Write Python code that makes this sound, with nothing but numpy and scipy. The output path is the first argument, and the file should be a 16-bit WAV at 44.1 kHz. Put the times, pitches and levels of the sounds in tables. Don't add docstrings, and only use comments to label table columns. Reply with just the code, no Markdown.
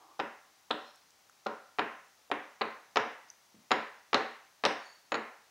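import sys
import numpy as np
from scipy import signal
from scipy.fft import rfft, irfft, next_fast_len
from scipy.io import wavfile
from scipy.ndimage import uniform_filter1d

SR = 44100
rng = np.random.default_rng(int(sys.argv[2]) if len(sys.argv) > 2 else 0)


def to_wav(s):
    ch = np.atleast_2d(s).T
    pcm = np.round(np.clip(ch, -1, 1) * 32767)
    wavfile.write(sys.argv[1], SR, pcm.astype(np.int16))


def boost_factor(decibels):
    exponent = np.asarray(decibels, float) / 20
    return 10 ** exponent


N = 242586

# (time [s], thump peak level [dB], click level [dB], ring level [dB])
LANDINGS = [(0.192, -24, -19, -50), (0.198, -19, -13.5, -37), (0.705, -20.5, -30, -48),
            (0.709, -20, -7.5, -35), (1.46, -31, -25, -47), (1.465, -20.5, -16, -36),
            (1.785, -19, -18, -44), (1.792, -15, -14, -39), (2.314, -16, -13.5, -39),
            (2.61, -19.5, -28, -39), (2.615, -17.5, -11.5, -62), (2.958, -17, -9.5, -36),
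            (2.969, -11, -13, -29.5), (3.707, -18.5, -17.5, -32), (3.715, -10.5, -9, -24),
            (4.13, -15, -16.5, -39), (4.143, -11, -8.5, -29.5), (4.15, -20, -21, -39),
            (4.637, -15.5, -16, -42), (4.651, -12, -4.5, -31), (4.66, -19, -10, -37),
            (5.119, -17, -13.5, -25), (5.142, -18.5, -15.5, -25), (5.152, -20.5, -16.5, -26)]
# (frequency [Hz], level [dB], life [s])
CLAY_MODES = [(2790, -8, 0.00027), (3958, -3, 0.00039), (4863, -10, 0.00024), (9130, -39.5, 0.00026)]
# (frequency [Hz], width [Hz], level [dB])
TABLE_MODES = [(229.9, 18.2, 0), (310.1, 14.5, 3), (421.3, 43.4, -2.5), (570, 38, 0), (764, 12, -6),
               (943, 9.3, -2), (1042.4, 4.8, -3), (1354, 45, 1), (2274, 52, -2)]
# (delay [s], level [dB])
NEAR_ECHOES = [(.0016, -5), (.0026, -8), (.0036, -7), (.0052, -11), (.0070, -11), (.0085, -13),
               (.0115, -14)]
# (frequency [Hz], t60 [s])
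ROOM_DECAY = [(80, 0.53), (250, 0.22), (700, 0.5), (1800, 0.57), (4800, 0.51), (10000, 0.39)]
# (frequency [Hz], level [dB])
WALL_COLOUR = [(60, -14), (150, 2.5), (300, 2), (1000, -6.5), (1800, 0), (2800, -7), (4300, -12),
               (6000, -5.5), (12000, -6.5)]
# (time [s], peak level [dB], pitch [Hz])
CHIP_TICKS = [
    (1.2965, -48, 1350),
    (3.2846, -56, 6300),
    (3.2894, -53, 4960),
    (3.3014, -34, 6060),
]
# (time [s], peak level [dB], pitch [Hz])
NAIL_FLICKS = [
    (0.9592, -56, 8800),
    (1.1064, -56, 7600),
    (1.2984, -60, 5800),
    (1.451, -57, 4000),
    (2.0847, -62, 9000),
]
# (time [s], peak level [dB], pitch [Hz])
KNUCKLE_KNOCKS = [
    (2.302, -40.5, 710),
    (3.544, -57.5, 254),
    (3.563, -62.5, 197),
]
# (frequency [Hz], width [Hz], level [dB]))
CHIP_RUBS = [
    ((.88, -65), [(4170, 60, 3), (5050, 40, -1), (5490, 60, 1.5)]),
    ((4.87, -60), [(4490, 40, 22), (6720, 90, 10), (9000, 100, 0)]),
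]
# (frequency [Hz], width [Hz], level [dB])
SLIDE_MODES = [(326, 49, -11), (797, 100, -4), (1150, 160, -6.5)]
# (frequency [Hz], density [dB per Hz])
AIR_COLOUR = [(20, -30), (60, 3), (130, -2), (250, -3), (500, -5.5), (800, 0.5), (1500, -4.5), (3000, -5.5),
              (6300, -3.5), (7600, -11), (11500, -15.5), (14000, -19.5), (15800, -14), (16200, -53)]
# (frequency [Hz], density [dB per Hz])
HISS_COLOUR = [(20, 17), (80, 8.5), (250, -5), (800, 5.5), (2000, 0.5), (4500, -9.5), (7500, -4),
               (12000, -6), (15800, -5), (16200, -26)]

RING_HZ, RING_T60_S = 6780, 0.022
FIRM_DB = -19
DRUM_DB, DRUM_GAINS = 0.5, 0.85
EDGE_DB, EDGE_FADES = -3, 4.5
ECHO_CLAY_DB = -5
CLAY_SCATTER, CLAY_SCATTER_DB, TABLE_SCATTER_DB = 0.04, 2.5, 1.5
SETTLE_CYCLES = 3
RUB_RISE_S, RUB_FALL_S, RUB_SWELL_DB = 0.13, 0.22, 18
SLIDE_DB, SLIDE_EASE_S, SLIDE_EASE_DB = -60, 0.12, 2
SLIDE_LIFT_S, SLIDE_LIFT_DB = 0.17, 15


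def chips():
    out = np.zeros((2, N))
    for s, db, click_db, ring_db in LANDINGS:
        soft_db = max(FIRM_DB - db, 0)
        drum_db = DRUM_DB + DRUM_GAINS * soft_db
        edge_db = EDGE_DB - EDGE_FADES * soft_db
        direct, blow = boost_factor(db - 2.5) * np.array(landing(click_db, ring_db, drum_db, edge_db))
        add(out, s, direct * boost_factor([[0.7], [-0.7]]))
        add(out, s, walls(blow, wet_db=-2))
    return out


def landing(click_db, ring_db, drum_db, edge_db):
    t = np.arange(SR // 6) / SR
    thump = burst(887, 0.00038, t - 0.0014)
    knock = thump + boost_factor(edge_db) * burst(2170, 0.00029, t - 0.0014)
    clay = boost_factor(click_db + 9) * clay_click(t)
    ring = boost_factor(ring_db + 8.5) * ringing(RING_HZ, RING_T60_S, np.clip(t - 0.0008, 0, None), 0.0012)
    drum = boost_factor(drum_db) * table_drum(thump)
    echoes = near_echoes(knock + boost_factor(ECHO_CLAY_DB) * clay)
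    direct = knock + clay + echoes + boost_factor(12.5) * drum + ring
    blow = knock + boost_factor(ECHO_CLAY_DB / 2) * clay + boost_factor(7.5) * drum + boost_factor(-12) * ring
    return direct, blow


def clay_click(t):
    click = boost_factor(-24.5) * snap(np.clip(t - 0.001, 0, None), 0.0043)
    for hz, db, life in CLAY_MODES:
        level = boost_factor(db + rng.normal(0, CLAY_SCATTER_DB))
        peak_s = 0.001 + SETTLE_CYCLES / hz
        click = click + level * burst(hz * rng.normal(1, CLAY_SCATTER), life, t - peak_s)
    return click


def table_drum(thump):
    modes = [(hz * rng.normal(1, 0.0217), width, db + rng.normal(0, TABLE_SCATTER_DB))
             for hz, width, db in TABLE_MODES]
    return filtered(thump, resonant(modes))


def near_echoes(x):
    echoes = np.zeros(SR // 50)
    for s, db in NEAR_ECHOES:
        echoes[round(s * rng.normal(1, 0.05) * SR)] = boost_factor(db + rng.normal(0, 2))
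    return np.convolve(x, echoes)[:len(x)]


def walls(x, wet_db):
    hz, t, z = signal.stft(rng.standard_normal(SR // 2), SR, nperseg=256)
    fade_db = along(WALL_COLOUR, hz)[:, None] - 60 * t / along(ROOM_DECAY, hz)[:, None]
    tail = signal.istft(z * boost_factor(fade_db), SR, nperseg=256)[1]
    tail = tail * (1 - np.exp(-np.arange(len(tail)) / SR / 0.004))
    return boost_factor(wet_db) * signal.fftconvolve(x, tail / np.linalg.norm(tail))


def fingers():
    out, t = np.zeros((2, N)), np.arange(SR // 20) / SR
    # (events, t60 [s], rise [s], snap level [dB], wall level [dB])
    kinds = ((CHIP_TICKS, 0.008, 0.0008, -30, -14),
             (NAIL_FLICKS, 0.003, 0.0002, 3, -16),
             (KNUCKLE_KNOCKS, 0.025, 0.0004, -50, -1))
    for events, t60, rise_s, snap_db, wet_db in kinds:
        for s, db, hz in events:
            modes = ringing(hz, t60, t, rise_s)
            modes = modes + 0.18 * ringing(1.81 * hz, t60 * 0.5, t, rise_s)
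            modes = modes + 0.77 * ringing(0.87 * hz, t60 * 0.5, t, rise_s)
            close = boost_factor(db + 6.5) * (modes + boost_factor(snap_db) * snap(t, 0.0014))
            add(out, s, close)
            add(out, s, walls(close, wet_db))
    return out


def strokes():
    eased_db = SLIDE_DB - SLIDE_EASE_DB
    slide = [(0, SLIDE_DB), (SLIDE_EASE_S, eased_db),
             (SLIDE_EASE_S + SLIDE_LIFT_S, eased_db - SLIDE_LIFT_DB)]
    out = friction(slide, SLIDE_MODES, grain_db=0)
    for (s, db), modes in CHIP_RUBS:
        faint_db = db - RUB_SWELL_DB
        swell = [(s - RUB_RISE_S, faint_db), (s, db), (s + RUB_FALL_S, faint_db)]
        out = out + friction(swell, modes, grain_db=2.5)
    return out


def friction(curve, modes, grain_db):
    s, db = np.transpose(curve)
    level = boost_factor(np.interp(np.arange(N) / SR, s, db, left=-120, right=-120))
    grip = boost_factor(grain_db * unit(uniform_filter1d(rng.standard_normal(N), size=400)))
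    return level * unit(filtered(grip * rng.standard_normal(N), resonant(modes)))


def room_tone():
    air = coloured_noise(AIR_COLOUR)
    hiss = coloured_noise(HISS_COLOUR)
    return boost_factor(-67) * air + boost_factor(-67) * hiss * np.array([[1], [0]])


def coloured_noise(colour):
    return unit(filtered(rng.standard_normal(N), lambda hz: boost_factor(along(colour, hz))))


def burst(hz, life, t):
    return -np.cos(2 * np.pi * hz * t) * np.exp(-(t / life) ** 2 / 2)


def ringing(hz, t60, t, attack=0.0001):
    return np.sin(2 * np.pi * hz * t) * boost_factor(-60 * t / t60) * (1 - np.exp(-t / attack))


def snap(t, t60):
    edge = resonant([(6500, 4500, 4)])
    spit = rng.standard_normal(len(t)) * boost_factor(-60 * t / t60) * (t > 0)
    return filtered(spit, lambda f: edge(f) ** 2)


def resonant(modes):
    def response(f):
        total = 0
        for k, (hz, width, db) in enumerate(modes):
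            damping = 1j * f * width
            total = total + (-1) ** k * boost_factor(db) * damping / (hz * hz - f * f + damping)
        return total
    return response


def filtered(x, response):
    m = next_fast_len(x.shape[-1] + SR // 4)
    return irfft(rfft(x, m) * response(np.fft.rfftfreq(m, 1 / SR)), m)[..., :x.shape[-1]]


def along(points, hz):
    f, v = np.transpose(points)
    return np.interp(np.log(hz + 1), np.log(f + 1), v)


def unit(x):
    return x / np.sqrt(np.mean(x ** 2) + 1e-20)


def add(track, s, sound):
    at = track[..., round(s * SR):]
    at[..., :sound.shape[-1]] += sound[..., :at.shape[-1]]


def scene():
    return chips() + fingers() + strokes() + room_tone()


def band_level(z):
    bands = np.abs(z[:1024]).reshape(64, 16, -1).mean(axis=1)
    return np.repeat(bands, 16, axis=0)


def narrowed(x, keep_db, jump_db):
    mid_side = np.array([x[0] + x[1], x[0] - x[1]]) / 2
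    mid, side = signal.stft(mid_side, nperseg=2048)[2]
    total = np.abs(mid).sum(axis=0)
    attack = total > boost_factor(jump_db) * np.roll(total, 2)
    keep = (band_level(side) > boost_factor(keep_db) * band_level(mid)) | attack
    kept = signal.istft(side * np.vstack([keep, keep[-1:]]), nperseg=2048)[1][:N]
    return mid_side[0] + np.array([kept, -kept])


def roll_off(x):
    return signal.sosfilt(signal.butter(12, 16090, fs=SR, output="sos"), x)


def record(dry):
    heard = filtered(dry, lambda f: (1j * f / (120 + 1j * f)) ** 2 * (f < 15790))
    mix = narrowed(heard, keep_db=-10.5, jump_db=9)
    return roll_off(mix)


dry = scene()
out = record(dry)
to_wav(out)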